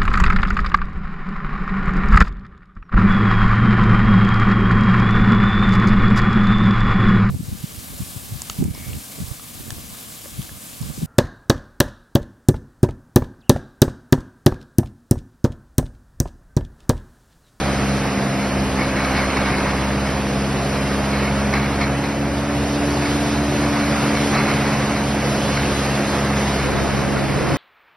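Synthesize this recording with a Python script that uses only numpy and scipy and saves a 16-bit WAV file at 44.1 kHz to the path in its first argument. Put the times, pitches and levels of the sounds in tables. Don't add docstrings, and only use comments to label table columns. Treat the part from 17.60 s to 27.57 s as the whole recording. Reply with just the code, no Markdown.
import sys
import numpy as np
from scipy import signal
from scipy.io import wavfile
from scipy.ndimage import uniform_filter1d, minimum_filter1d

SR = 44100
rng = np.random.default_rng(int(sys.argv[2]) if len(sys.argv) > 2 else 0)


def int16_out(signal):
    q = np.round(np.clip(np.atleast_2d(signal).T, -1, 1) * 32767)
    wavfile.write(sys.argv[1], SR, q.astype(np.int16))


def volts_from_decibels(level):
    exponent = np.asarray(level, float) / 20
    return 10 ** exponent


N = 439677
TIME = np.arange(N) / SR

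# time in seconds, firings per second.
ENGINE_SPEED = [(0, 68.1), (.5, 67.08), (1, 66.5), (2, 66.93), (2.5, 67.56), (3.5, 68.46), (4, 69.14),
                (4.5, 70.34), (5, 71.75), (5.5, 72.41), (6, 72.39), (6.5, 71.62), (7, 70.64), (7.5, 70.54),
                (8, 69.9), (8.5, 69.37), (9, 68.9), (10, 68.85)]
FIRING_MULTIPLES = 1, 2, 3, 4, 5, 7, 8
# level in dB, share of effort, share of lean, share of the
# lowest tone's rise and fall, trembling in dB.
EXHAUST_TONES = [(-30.5, 0.1, .01, .99, -0.4), (-42, 1.8, -1.2, -.9, 1), (-26, 0.85, 0.51, .01, 0.1),
                 (-30, .99, -0.9, .01, 0), (-41, 0.24, -1, -0.019, 1.5), (-42, 0.38, 0.81, -0.09, 1.7),
                 (-37.5, -.3, -0.28, -.2, -0.4)]
# time in seconds, effort in dB, lean from the second, fourth and fifth multiples to
# # the third and seventh in dB, rise and fall of the lowest tone's level in dB.
EXHAUST_MOOD = [(.2, -0.5, 1.5, .6), (.6, 1.5, .6, -8), (1, 0, -1.5, 0.5), (1.5, -1, -2, 1),
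                (2.15, -1, .6, 2.5), (2.6, -1.5, .8, -0.5), (3.75, 1, 3.5, 4), (4.4, -1, -3.5, -1),
                (5.2, 0, -6, 0.5), (5.8, 2.5, -5, 0.5), (6.7, 3, -1, -4.5), (7.5, 0, 0, -1),
                (8.1, -1, -0.7, -0.5), (8.75, -0.1, 2, 2.5), (9.3, -2.2, 1.5, 0), (9.9, -5.5, 0.5, -2)]
# multiple of the four-firing cycle, level in dB.
CYCLE_TONES = [(3, -47), (5, -49), (6, -49), (9, -48), (11, -49), (13, -47), (15, -45), (17, -47),
               (19, -48), (24, -44), (35, -49), (36, -45), (40, -46), (44, -52), (48, -48), (52, -50)]
# frequency in Hz, density in dB per Hz.
ROAR_SPECTRUM = [(20, -34), (40, -24), (58, -12), (100, -6), (170, -3), (245, -8.5), (400, -4), (560, -5.5),
                 (735, -6), (790, -8.5), (1500, -12), (2400, -15.5), (3000, -19.5), (4000, -43)]

# time in seconds, level in dB.
KNIFE_HUM = [(0, -28), (1.5, -32.5), (3, -29), (4.5, -29), (6, -30.5), (7.5, -26.5), (9, -28), (10, -26)]
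# multiple of the drum's turns per second, level in dB, wavering in % of pitch.
DRUM_TONES = [(4, -44, .1), (7, -40, .1), (9, -43, .1), (12, -41, .1), (13, -45, .1), (14, -50, .1),
              (17, -41, .1), (18.9, -42, .3), (21, -44, .3), (40.2, -42, .4), (42, -44, .4)]
# frequency in Hz, density in dB per Hz.
HISS_SPECTRUM = [(1500, -14), (2600, -3), (3300, 0), (4300, 0), (5300, -2), (6000, -3), (6600, -4),
                 (7200, -5), (7800, -6), (8400, -8), (9100, -11), (10500, -10), (11500, -13), (12200, -20)]
# time in seconds, strength in dB.
BLOWER_STRENGTH = [(0, 1.9), (.7, -0.5), (1.5, .4), (2.1, 1), (2.4, -0.5), (3.4, 1.4), (4.1, -1.5),
                   (4.75, -2.5), (5, 0), (5.45, 3), (5.8, 1.5), (6.5, 3.5), (7.2, 2.5), (7.5, 1.5),
                   (7.75, 4), (8.8, 3), (9.5, -0.3), (9.97, 0.9)]

# time in seconds, load in dB.
CROP_LOAD = [(0, 2), (.7, 0.5), (1.15, -2.5), (1.19, 3.5), (1.6, 4), (2.1, 3), (2.45, 1), (2.9, -3.5),
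             (3.55, 0.5), (4.3, 1), (4.75, -6.5), (5.6, -1.5), (6.4, 4.5), (6.68, 0.5), (6.74, 4.5),
             (7.22, 3.5), (7.4, -1.5), (8.6, 2.4)]
# start in seconds, hold in seconds, swell in dB.
CROP_CLUMPS = [(.03, 0.065, -3), (0.783, 0.039, 4), (1.186, 0.049, 4.5), (1.364, 0.2, 3), (1.552, .06, 6.5),
               (1.765, .04, 4.5), (1.86, .05, 6), (1.98, 0.02, 4.5), (2.06, 0.036, 5.5), (2.447, .05, 4),
               (3.133, 0.036, 9), (3.3, 0.036, 4), (3.53, 0.12, 7.5), (3.77, .02, 3), (3.848, .02, 3),
               (3.933, 0.037, 11.5), (4.03, 0.018, 6), (4.21, .025, 11.5), (4.437, 0.032, 9),
               (5.42, 0.035, 12.5), (6.025, 0.018, 3.5), (6.153, .03, 3), (6.554, 0.029, 6),
               (6.742, 0.038, 7.5), (6.864, 0.03, 4), (7.036, 0.022, 2), (7.35, .02, 5), (7.89, .02, 4),
               (7.958, 0.053, 7), (8.974, 0.092, 2.5)]
# frequency in Hz, width in Hz, level in dB.
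PATTER_MODES = [(820, 370, -3.5), (1190, 500, 1.5), (1600, 470, -1), (2050, 460, -2.5), (2570, 160, -11)]
# frequency in Hz, width in Hz, level in dB.
STEEL_MODES = [(1150, 200, -9), (1900, 150, -9), (2200, 140, 0), (4160, 350, -5.5), (4900, 400, -18)]
# time in seconds, peak level in dB, splinter brightness in dB.
STALK_KNOCKS = [(0.1456, -16.5, -17), (1.1772, -27, -12), (1.29, -18, -18), (1.4207, -22, -17),
                (1.7699, -7, -24), (1.9834, -15, -15), (2.2094, -26, -24), (2.9287, -26, -17),
                (3.1113, -22, -13), (3.3044, -20, -19), (3.8467, -22, -19), (3.9394, -11, -16),
                (4.2143, -25, -4), (4.4393, -16, -18), (5.3722, -19, -13), (5.9409, -21, -16),
                (6.041, -15, -21), (6.568, -19, -19), (6.7496, -9, -26), (7.0376, -21, -18),
                (7.319, -20, -23), (7.4051, -21, -19), (7.5078, -23, -16), (7.6228, -18, -27),
                (7.8494, -17, -13), (7.9718, -11, -18), (8.9979, -14, -16), (9.1361, -17, -17),
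                (9.1772, -19, -19), (9.3167, -22, -19)]
# frequency in Hz, width in Hz, level in dB.
SPLINTER_MODES = [(3720, 300, -4), (4140, 270, -1.5)]

# frequency in Hz, density in dB per Hz.
GUST_SPECTRUM = [(25, -17), (60, -7), (100, 1.5), (320, -2), (535, -5), (820, -15), (1200, -19),
                 (2000, -52)]
# frequency in Hz, radians the right port leads, left-right balance in dB, likeness
PORT_PAIR = [(300, .03, -.1, .98), (520, .11, -1.4, .96), (860, .17, -3, .92), (1200, .06, -2.5, .96),
             (1850, 0, 0, .97), (2400, 0, 0, .96), (2950, .46, -3.8, .65),
             (3300, 0, -2.8, .1), (4200, -1.3, -2, .45), (4900, -.05, -.3, .93), (5450, -.1, 0, .93),
                (6050, -1.6, .3, .7), (6750, -3.14, 0, .97), (8150, -3.14, 0, .97), (9600, -6.28, 0, .97)]
# frequency in Hz, step for the sum in dB, step for the difference in dB.
ROUNDING_STEPS = [(120, -26, -11), (500, -21, -18), (1200, -19, -15), (1600, -18, -8), (2200, -18, -7),
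                  (3000, -14, -11), (4000, -13, -11), (5100, -13, -4), (5900, -8, -10), (6400, 3, -9),
                  (8750, 6, -6), (9250, -6, 5), (11100, -7, 0), (11900, 6, 9)]

DRUM_TURNS_PER_S = 17.1
FRAME_OFFSET = 370


def evened(x):
    return x / np.sqrt(np.mean(x ** 2) + 1e-20)


def along(rows):
    s, *columns = np.transpose(rows)
    return [np.interp(TIME, s, c) for c in columns]


def read(points, hz):
    f, *columns = np.transpose(points)
    return [np.interp(np.log(hz + 1), np.log(f + 1), c) for c in columns]


def wander(fastest_hz):
    knots = np.arange(0, N / SR + 1, .5 / fastest_hz)
    drift = np.interp(TIME, knots, rng.standard_normal(len(knots)))
    return evened(uniform_filter1d(drift, size=441))


def rush(points, patchy_db):
    hz, frames = np.fft.rfftfreq(2048, 1 / SR), N // 512 + 5
    a, b, patches = rng.standard_normal((frames, 1025, 3)).T
    patches = uniform_filter1d(patches, size=16, axis=0)
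    patches = evened(uniform_filter1d(patches, size=8, axis=1))
    level_db = read(points, hz)[0][:, None] + patchy_db * patches
    z = (a + 1j * b) * volts_from_decibels(level_db)
    return evened(signal.istft(z, nperseg=2048, noverlap=1536)[1][:N])


def tone(turns, db, flutter_db):
    level = np.sqrt(2) * volts_from_decibels(db + flutter_db * wander(6.))
    return level * np.sin(2 * np.pi * (turns + rng.random()))


def ringing(blows, modes):
    t = np.arange(1200) / SR
    rings = []
    for hz, width, db in modes:
        decay = np.exp(-np.pi * width * t)
        rings.append(volts_from_decibels(db) * np.sqrt(width / 400) * decay * np.sin(2 * np.pi * hz * t))
    return signal.oaconvolve(blows, np.array(rings), axes=1).sum(0)[:N]


def diesel(load_db, blower_db):
    firings = np.cumsum(along(ENGINE_SPEED)[0]) / SR
    effort_db, lean_db, boom_db = along(EXHAUST_MOOD)
    exhaust = 0
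    for k, (db, effort, lean, boom, flutter_db) in zip(FIRING_MULTIPLES, EXHAUST_TONES):
        level_db = db + effort * effort_db + lean * lean_db + boom * boom_db
        exhaust = exhaust + tone(k * firings, level_db, flutter_db)
    uneven = sum(tone(k * firings / 4, db, flutter_db=2.5) for k, db in CYCLE_TONES)
    puffs = 1 + 0.11 * np.cos(2 * np.pi * firings)
    roar_db = -25 + 0.067 * load_db + .45 * blower_db + .3 * wander(9.)
    return exhaust + uneven + volts_from_decibels(roar_db) * puffs * rush(ROAR_SPECTRUM, patchy_db=0.4)


def drum(blower_db):
    turns = DRUM_TURNS_PER_S * TIME
    hum = tone(8 * turns, along(KNIFE_HUM)[0], flutter_db=1.1)
    for k, db, waver_percent in DRUM_TONES:
        pitch = 1 + waver_percent / 100 * wander(1)
        hum += tone(k * DRUM_TURNS_PER_S * np.cumsum(pitch) / SR, db, flutter_db=2)
    throb = 1 + 0.044 * np.cos(2 * np.pi * turns)
    hiss_db = -34 + blower_db + 0.58 * wander(7.)
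    return hum + volts_from_decibels(hiss_db) * throb * rush(HISS_SPECTRUM, patchy_db=0.85)


def pieces(rows, per_s, spread_db):
    size = volts_from_decibels(spread_db * np.minimum(rng.exponential(1, (rows, N)), 4))
    hits = rng.random((rows, N)) < per_s / SR
    return hits * size * rng.choice([-1, 1], (rows, N))


def swells():
    rise_s, fall_s = .008, 0.071
    curves = []
    for s, hold_s, db in CROP_CLUMPS:
        curves.append(db * np.interp(TIME - s, [-rise_s, 0, hold_s, hold_s + fall_s], [0, 1, 1, 0]))
    return np.max(curves, axis=0)


def crop(load_db):
    swell_db = swells()
    patter_db = -30.5 + load_db + 0.42 * swell_db + .4 * wander(13.0)
    ring_db = -39 + 1.09 * load_db + swell_db + 0.76 * wander(12.)
    clusters = volts_from_decibels([1.0 * wander(30.) for mode in PATTER_MODES] + 0.38 * wander(30.))
    taps = clusters * pieces(len(PATTER_MODES), per_s=1500., spread_db=2.0)
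    patter = evened(ringing(taps, PATTER_MODES))
    bright_taps = volts_from_decibels(1.5 * wander(45.)) * pieces(1, per_s=1200., spread_db=2.0)
    ring = evened(ringing(bright_taps, STEEL_MODES))
    patter_gain = volts_from_decibels(patter_db - 3.0 + 0.49 * (patter_db + 29.5))
    ring_gain = volts_from_decibels(ring_db + 1.2 + .5 * (ring_db + 29))
    return patter_gain * patter + ring_gain * ring


def knocks():
    blows, splinters = np.zeros(N + 3000), np.zeros(N + 3000)
    t = np.arange(3000) / SR
    grits = rng.standard_normal((len(STALK_KNOCKS), 3000))
    for (s, db, bright_db), grit in zip(STALK_KNOCKS, grits):
        start = round(s * SR)
        strike = np.exp(-t / .002) + 0.22 * np.exp(-t / 0.011)
        blows[start:start + 3000] += volts_from_decibels(db - 20.0) * grit * strike
        splinters[start:start + 3000] += volts_from_decibels(db + bright_db - 23.0) * grit * np.exp(-t / 0.014)
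    return ringing(blows[None, :N], STEEL_MODES) + ringing(splinters[None, :N], SPLINTER_MODES)


def frames_of(x):
    padded = np.concatenate([np.zeros((*x.shape[:-1], FRAME_OFFSET)), x], axis=-1)
    return signal.stft(padded, SR, window="cosine", nperseg=2048, noverlap=1024)


def samples_of(z):
    x = signal.istft(z, SR, window="cosine", nperseg=2048, noverlap=1024)[1]
    return x[..., FRAME_OFFSET:FRAME_OFFSET + N]


def ports(x):
    hz, t, direct = frames_of(x)
    lead, balance_db, like = (c[:, None] for c in read(PORT_PAIR, hz))
    chance = uniform_filter1d(rng.standard_normal((2, *direct.shape)), size=3, axis=1)
    a, b = uniform_filter1d(chance, size=2, axis=2)
    scattered = 0.96 * direct * np.exp(1j * np.arctan2(a, b))
    right = direct * like * np.exp(1j * lead) + np.sqrt(1 - like ** 2) * scattered
    return samples_of(np.array([direct * volts_from_decibels(balance_db / 2), right * volts_from_decibels(-balance_db / 2)]))


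def breeze():
    start_s, rise_s, start_db, growth_db_per_s = 9.02, .018, -28.5, 4.5
    since = TIME - start_s
    level = volts_from_decibels(start_db + growth_db_per_s * since) * np.clip(since / rise_s, 0, 1)
    return np.array([level * volts_from_decibels(2.0 * wander(35.)) * rush(GUST_SPECTRUM, patchy_db=1.5)
                     for port in range(2)])


def scene():
    load_db, blower_db = along(CROP_LOAD)[0], along(BLOWER_STRENGTH)[0]
    machines = diesel(load_db, blower_db) + drum(blower_db) + crop(load_db) + knocks()
    return ports(machines) + breeze()


def rounded(pair):
    bins, front = 552, FRAME_OFFSET + 1024
    n, k = np.arange(2048)[:, None], np.arange(bins)
    window = signal.windows.kaiser_bessel_derived(2048, 4 * np.pi)[:, None]
    basis = window * np.cos(np.pi / 1024 * (n + 512.5) * (k + .5)) / np.sqrt(512)
    padded = np.pad(pair, ((0, 0), (front, 2048 - (front + N) % 1024)))
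    halves = padded.reshape(2, -1, 1024)
    lines = np.concatenate([halves[:, :-1], halves[:, 1:]], axis=2) @ basis
    stronger = np.sqrt(uniform_filter1d(lines ** 2, size=32, axis=2).max(0) + 1e-18)
    masker = minimum_filter1d(stronger, size=16, axis=1)
    budget_db = 4.2 * rng.standard_normal((*lines.shape[:2], bins // 12)).repeat(12, axis=2)
    step = masker * volts_from_decibels(np.array(read(ROUNDING_STEPS, k * SR / 2048))[:, None] + budget_db)
    blocks = lines.reshape(*lines.shape[:2], -1, 12)
    block_rms = np.sqrt((blocks ** 2).mean(-1)).repeat(12, axis=2)
    kept = block_rms > .4 * step
    coarse = kept * np.sign(lines) * np.floor(abs(lines) / step + .4) * step
    frames = coarse @ basis.T
    lapped = frames[:, 1:, :1024] + frames[:, :-1, 1024:]
    return lapped.reshape(2, -1)[:, FRAME_OFFSET:FRAME_OFFSET + N]


def band_limit(x):
    return signal.sosfilt(signal.butter(12, 12500, fs=SR, output="sos"), x)


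def record(dry):
    pair = np.array([dry[0] + dry[1], dry[0] - dry[1]]) / 2
    both, apart = rounded(pair)
    return band_limit(np.array([both + apart, both - apart]))


dry = scene()
out = record(dry)
int16_out(out)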